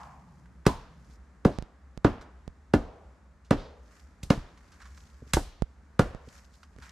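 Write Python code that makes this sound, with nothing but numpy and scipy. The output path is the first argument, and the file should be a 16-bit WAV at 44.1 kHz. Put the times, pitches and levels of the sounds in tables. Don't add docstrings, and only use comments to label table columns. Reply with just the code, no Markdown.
import sys
import numpy as np
from scipy import signal
from scipy.fft import rfft, irfft
from scipy.io import wavfile

SR = 44100
rng = np.random.default_rng(int(sys.argv[2]) if len(sys.argv) > 2 else 0)


def master(y):
    cut = np.clip(np.atleast_2d(y).T, -1, 1)
    pcm = np.round(cut * 32767)
    wavfile.write(sys.argv[1], SR, pcm.astype(np.int16))


N = 304731
TIME = np.arange(N) / SR
AGE = TIME[:SR]

# pitch in Hz, level in dB.
AIR_TONE = [(20, -49), (40, -16.5), (65, 2.5), (100, -21.5), (200, -16.5), (350, -28), (700, -31),
            (1200, -29.5), (1800, -33), (3000, -47.5), (7000, -48.5), (15000, -67)]
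# pitch in Hz, likeness from 0 to 1.
STEREO_LIKENESS = [(60, 0.995), (300, 0.9), (1000, 0.81), (2500, 0.56), (8000, 0.65), (13000, 0.05)]
# start in seconds, pitch in Hz, band width in Hz,
# level in dB, fade time in seconds.
HOLLOW_ECHOES = [(0, 906, 407, -46, 0.93), (.667, 970, 217, -29, 0.29), (1.455, 546, 243, -24.5, 0.17),
                 (2.74, 592, 445, -41.5, 0.94), (3.51, 529, 166, -43.5, 0.87), (5.368, 769, 256, -25, 0.1),
                 (5.995, 521, 111, -45, 0.82)]
# moment of full weight, pressing time and easing time in seconds,
# then leaf rustle and sole scrape in dB.
BOOT_SHIFTS = [(.01, 0.085, 0.25, -72.5, -64.5), (.39, 0.24, 0.071, -82, -89),
               (1.16, 0.25, 0.0085, -74, -75), (3.966, 0.16, 0.15, -71, -67.5),
               (4.83, 0.55, 0.75, -74.5, -69), (5.01, 0.19, .2, -71, -80), (5.291, .05, 0.18, -70, -67.5),
               (6.355, 0.11, 0.13, -65.5, -63), (6.539, .03, 0.23, -74, -82),
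               (6.85, 0.073, 0.4, -69, -60.5)]
# start in seconds, crunch in dB,
# leaf crackle in dB, fade time in seconds.
TWIG_BREAKS = [(0.4576, -51, -63, 0.035), (0.654, -31, -50, 0.037), (2.2116, -46, -50, 0.11),
               (3.4474, -77.5, -61, 0.24), (4.5753, -51.5, -53.5, 0.051), (4.7188, -55.5, -53.5, 0.16),
               (4.801, -44, -58, 0.14), (4.8174, -45, -50.5, 0.1), (4.8552, -44.5, -53, 0.11),
               (4.9751, -47.5, -51.5, 0.039), (6.2867, -88, -47.5, 0.042), (6.631, -45, -49, 0.066),
               (6.822, -45.5, -49, 0.24), (6.894, -57, -45, 0.034)]
# start in seconds, strength in dB, then earth, wood, pole, bark and grit
# in dB added to that strength, hardness in dB per octave, thud pitch in Hz, knock pitch in Hz,
# sinking time before the thud in seconds, echo in dB.
LOG_BLOWS = [(0.6647, -14.5, -10, -6, -11.5, -3, -13, 1, 149, 355, 0.002, 2.5),
             (1.45, -13.5, -17, -9.5, -6.5, -14, -26, 1, 194, 486, 0.00756, 3.5),
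             (2.0462, -16, -9.5, -4.5, -1.5, -8.5, -27, 2.5, 119, 362, 0.00089, 5),
             (2.7368, -16, -4.5, -1.5, 1.5, -5.5, -21, -1.5, 175, 334, 0.00087, 0.5),
             (3.5084, -15, -13, -8, -7.5, -8, -27.5, 1.5, 188, 543, .0016, 5.5),
             (4.2311, -34.5, -8, -18, -19.5, -3, -5.5, -1, 112, 315, 0.0028, 4),
             (4.303, -13.5, -22, -10, -10, -6, -19.5, 2, 167, 533, 0.0019, 3),
             (4.374, -30, -0.5, -32, -27, -25, -33, 10, 102, 318, 0.0018, -3),
             (5.3348, -28, 11, -10, -16.5, 12.5, 10, 10, 148, 524, 0.0019, 2),
             (5.368, -26, -4, 1, -2, -12, -18, -1, 137, 326.5, 0.0036, 0.5),
             (5.9931, -13.5, -11, -9, -7.5, -9.5, -19, 5, 162, 505, 0.0015, 2.5)]
# pitch in Hz, level in dB, fade time in seconds.
WOOD_NOTES = [(280.2, -2.5, 0.088), (397, -10.5, 0.1), (567, -6.5, 0.042), (721.4, -16, 0.091),
              (950, -13.5, 0.067), (1190, -3.5, 0.031), (1462, -9, 0.11), (1725, -8, 0.078),
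              (2063, -7.5, 0.045), (2736, -8, 0.03), (3750, -11, 0.016), (4980, -8, 0.022),
              (6460, -17.5, 0.046)]
# pitch in Hz, level in dB, fade time in seconds.
HUT_ECHO = [(50, -5.5, 0.36), (131.6, -17, 0.21), (320, -7, 0.19), (700, -8.5, 0.12), (1500, -12, 0.17),
            (4040, -10.5, 0.15), (10000, -23, 0.33)]
# pitch in Hz, level in dB, fade time in seconds.
TREE_ECHO = [(50, -30, 0.45), (200, -27, 0.46), (500, -31.5, 0.83), (1320, -27, 0.76), (3800, -25, 0.66),
             (10000, -35, 0.3)]
# start in seconds, pitch in Hz, level in dB, fade time in seconds.
SOIL_TRICKLES = [(1.501, 4370, -49, 0.33), (3.558, 4050, -45.5, 0.38)]
# start in seconds, level in dB, extra click in dB, left minus right in dB.
CLOSE_TAPS = [(1.5866, -31, 10.5, -10.5), (1.6245, -38, 12, -7), (1.9758, -38.5, 13.5, -9),
              (2.4784, -38.5, 10, -9), (5.6218, -23.5, 4, -11), (6.1485, -37.5, 3.5, -8.5),
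              (6.7637, -53, 12.5, -8)]
# start in seconds, level in dB.
BOOT_KNOCKS = [(5.222, -41.5), (5.267, -51.5), (6.2753, -45), (6.7843, -47.5)]
# pitch in Hz, left minus right in dB.
SIDE_BALANCE = [(100, -1), (300, 0), (1000, -3.5), (4000, -2), (8000, -0.9), (13000, 0)]


def undb(db):
    return 10 ** (np.asarray(db) / 20)


def unit(x):
    return x / np.sqrt(np.mean(x ** 2))


def at_hz(hz, points, axis=1):
    points = np.asarray(points, float)
    return np.interp(np.log(hz + 1e-9), np.log(points[:, 0]), points[:, axis])


def band(x, lo_hz, hi_hz, order=2):
    return signal.sosfilt(signal.butter(order, [lo_hz, min(hi_hz, .48 * SR)], "band", fs=SR, output="sos"), x)


def fade(t60):
    return np.exp(-np.log(1000) * AGE / t60)


def pulse(hz, rise_s):
    return AGE / rise_s * np.exp(1 - AGE / rise_s) * np.sin(2 * np.pi * hz * AGE)


def add(track, start, sound):
    i = max(int(start * SR), 0)
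    track[..., i:i + sound.shape[-1]] += sound[..., :track.shape[-1] - i]


def held(size, count):
    return np.repeat(rng.standard_normal(size // count + 1), count)[:size]


def diffuse(size):
    alike = np.clip(at_hz(np.fft.rfftfreq(size, 1 / SR), STEREO_LIKENESS), 0, 1)
    mid, side = rfft(rng.standard_normal((2, size))) * np.sqrt([(1 + alike) / 2, (1 - alike) / 2])
    return irfft(np.array([mid + side, mid - side]), size)


def crackle(lo_hz, hi_hz, t60, rough_db):
    grains = rng.standard_normal(SR) * undb(rough_db * held(SR, count=16))
    return unit(band(grains, lo_hz, hi_hz)) * fade(t60)


def forest_air():
    tone = undb(at_hz(np.fft.rfftfreq(N, 1 / SR), AIR_TONE))
    air = unit(irfft(rfft(diffuse(N)) * tone, N))
    swell_db = np.interp(TIME, np.linspace(0, TIME[-1], 30), rng.standard_normal(30))
    drone = unit(band(diffuse(N), 65.2, 71.2, order=3))
    return undb(swell_db - 54.5) * air + undb(-61.5) * drone


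def opening_boom(until_s=1.1):
    boom = undb(-58) * unit(band(diffuse(N), 120, 186))
    hiss = undb(-87) * unit(band(diffuse(N), 2000, 11000))
    return (boom + hiss) * (TIME < until_s)


def hollow_echoes():
    out = np.zeros((2, N))
    for start, hz, width, db, t60 in HOLLOW_ECHOES:
        ring = unit(band(diffuse(SR), hz - width / 2, hz + width / 2))
        add(out, start, undb(db) * ring * fade(t60))
    return out


def boots(swell_db=14):
    rustle, scrape = np.zeros((2, N))
    for peak_s, press_s, ease_s, leaf_db, sole_db in BOOT_SHIFTS:
        weight = undb(-swell_db * np.maximum((peak_s - TIME) / press_s, (TIME - peak_s) / ease_s))
        rustle = np.hypot(rustle, undb(leaf_db) * weight)
        scrape = np.hypot(scrape, undb(sole_db) * weight)
    grains = undb(3 * rng.exponential(size=N) + 1.5 * held(N, count=192))
    crinkle = band(diffuse(N) * grains, 4300, 7700)
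    fizz = band(diffuse(N) * grains, 10000, 13000)
    soles = undb(4) * unit(band(diffuse(N) * grains, 1100, 2150))
    leaves = undb(4.5) * unit(crinkle + 0.26 * fizz) + undb(-0.5) * leaf_snaps()
    return rustle * leaves + scrape * soles


def leaf_snaps(per_second=55):
    sizes = (rng.random(N) < per_second / SR) * undb(3.7 * rng.standard_normal(N))
    loudness = signal.fftconvolve(sizes, fade(t60=0.033))[:N]
    return unit(loudness * band(diffuse(N), 2600, 6400))


def twigs():
    out = np.zeros(N)
    for start, crunch_db, crackle_db, t60 in TWIG_BREAKS:
        add(out, start, undb(crunch_db - 5.5) * crackle(1020, 1720, t60, rough_db=1))
        add(out, start, undb(crackle_db - 5.5) * crackle(2230, 6530, t60, rough_db=2.5))
    return out


def log_blows():
    direct, echo = np.zeros(N), np.zeros((2, N))
    for start, db, *parts_db, hardness, thud_hz, knock_hz, sink_s, echo_db in LOG_BLOWS:
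        earth_db, wood_db, pole_db, bark_db, grit_db = db + np.array(parts_db)
        # pitch in Hz, level in dB.
        drive = [(60, earth_db - 2), (160, db), (286, pole_db), (480, wood_db),
                 (900, wood_level(800, wood_db, hardness)),
                 (1450, wood_level(1450, wood_db, hardness) - 11),
                 (3200, bark_db - 10.5), (7500, grit_db), (16000, grit_db - 28.5)]
        add(direct, start - .002, bark_crunch(bark_db, grit_db))
        add(direct, start, impact(earth_db, db, wood_db, pole_db, hardness, thud_hz, knock_hz, sink_s))
        add(direct, start + .002, wood_ringing(drive))
        add(echo, start, undb(echo_db) * blow_echo(drive))
    return direct, echo


def bark_crunch(bark_db, grit_db, rise_s=0.0033, crumbs_per_second=770):
    bark = undb(bark_db + 5.5) * crackle(1700, 4800, t60=0.018, rough_db=0.5)
    grit = undb(grit_db + 6.5) * crackle(3100, 10500, t60=0.03114, rough_db=8.5)
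    cracks = (rng.random(SR) < crumbs_per_second / SR) * undb(4 * rng.standard_normal(SR))
    crumb_db = (bark_db + grit_db) / 2 - 14
    crumbs = undb(crumb_db) * unit(band(cracks, 2500, 7600, order=1)) * fade(t60=0.1)
    pressing = 1 - np.exp(-(AGE / rise_s) ** 2)
    return pressing * (bark + grit + crumbs)


def wood_level(hz, wood_db, hardness, pivot_hz=440):
    return wood_db + hardness * np.log2(hz / pivot_hz)


def impact(earth_db, thud_db, wood_db, pole_db, hardness, thud_hz, knock_hz, sink_s):
    out = np.zeros(SR)
    snap_hz, clack_hz = 1311, 770
    snap = undb(wood_level(snap_hz, wood_db, hardness) + 2.5) * pulse(snap_hz, rise_s=.00093)
    clack = undb(wood_level(clack_hz, wood_db, hardness) + 6.5) * pulse(clack_hz, rise_s=.00094)
    add(out, .0007, snap + clack)
    add(out, .001, undb(wood_db + 13.5) * pulse(knock_hz, rise_s=.0019))
    add(out, sink_s, -undb(thud_db + 9) * pulse(thud_hz, rise_s=.0017))
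    add(out, .006, -undb(earth_db + 2.5) * pulse(hz=76, rise_s=.0038))
    add(out, .008, undb(pole_db - 7.5) * pulse(hz=278.7, rise_s=.0099))
    return out


def wood_ringing(drive):
    out, chance = 0, rng.standard_normal((len(WOOD_NOTES), 2))
    for k, ((hz, db, t60), (spot, detune)) in enumerate(zip(WOOD_NOTES, chance)):
        swing = np.sin(2 * np.pi * hz * (1 + 0.019 * detune) * AGE) * fade(t60)
        level = undb(at_hz(hz, drive) + db + 2 * spot + 7)
        out = out + (-1) ** k * level * swing
    return out


def blow_echo(drive, hut_build_s=.008, trees_build_s=.04):
    spectrum = rfft(diffuse(SR) * undb(0.81 * held(SR, count=64)))
    octave = np.log2(np.fft.rfftfreq(SR, 1 / SR) + 1e-9)
    hut_rise = 1 - np.exp(-(AGE / hut_build_s) ** 2)
    trees_rise = 1 - np.exp(-(AGE / trees_build_s) ** 2)
    out = 0
    for hz in np.geomspace(31.25, 16000, 10):
        window = np.clip(1 - abs(octave - np.log2(hz)), 0, 1)
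        noise = unit(irfft(spectrum * window, SR))
        hut = hut_rise * undb(at_hz(hz, HUT_ECHO)) * fade(at_hz(hz, HUT_ECHO, axis=2))
        trees = trees_rise * undb(at_hz(hz, TREE_ECHO)) * fade(at_hz(hz, TREE_ECHO, axis=2))
        out = out + noise * undb(at_hz(hz, drive)) * np.hypot(hut, trees)
    return out


def falling_soil():
    out = np.zeros(N)
    landing = 1 - fade(t60=0.42)
    for start, hz, db, t60 in SOIL_TRICKLES:
        add(out, start, undb(db) * landing * crackle(hz / 1.36, hz * 1.26, t60, rough_db=1.5))
    return out


def close_taps():
    out = np.zeros((2, N))
    click = undb(3) * band(signal.unit_impulse(SR), 1300, 6070)
    pat = undb(9.5) * pulse(hz=326, rise_s=.00036)
    thump = undb(7.5) * (pulse(hz=146, rise_s=.0012) + 0.31 * pulse(hz=58, rise_s=.005))
    for start, db, click_db, pan_db in CLOSE_TAPS:
        left_right = undb([[db + pan_db / 2], [db - pan_db / 2]])
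        add(out, start, left_right * (undb(click_db) * click + pat + thump))
    return out


def boot_knocks():
    out = np.zeros(N)
    knock = pulse(hz=413, rise_s=.00186) + undb(0.5) * pulse(hz=244, rise_s=.0038)
    thud = undb(4.5) * pulse(hz=125.8, rise_s=.0029)
    for start, db in BOOT_KNOCKS:
        add(out, start, undb(db) * (knock + thud))
    return out


def from_the_right(x, lag_s=1.7e-5):
    hz = np.fft.rfftfreq(N, 1 / SR)
    lean = undb(at_hz(hz, SIDE_BALANCE) / 2) * np.exp(-1j * np.pi * hz * lag_s)
    return irfft(rfft(x) * np.array([lean, 1 / lean]), N)


def scene():
    blows, echo = log_blows()
    work = from_the_right(blows + twigs() + falling_soil() + boot_knocks())
    return work + echo + close_taps() + boots() + hollow_echoes() + forest_air() + opening_boom()


def record(dry):
    sound = signal.sosfilt(signal.butter(2, 28, "high", fs=SR, output="sos"), dry)
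    rounded = np.tanh(sound)
    softened = signal.sosfilt(signal.butter(5, 14000, fs=SR, output="sos"), rounded)
    return signal.sosfilt(signal.ellip(8, .2, 70, 15800, fs=SR, output="sos"), softened)


dry = scene()
out = record(dry)
master(out)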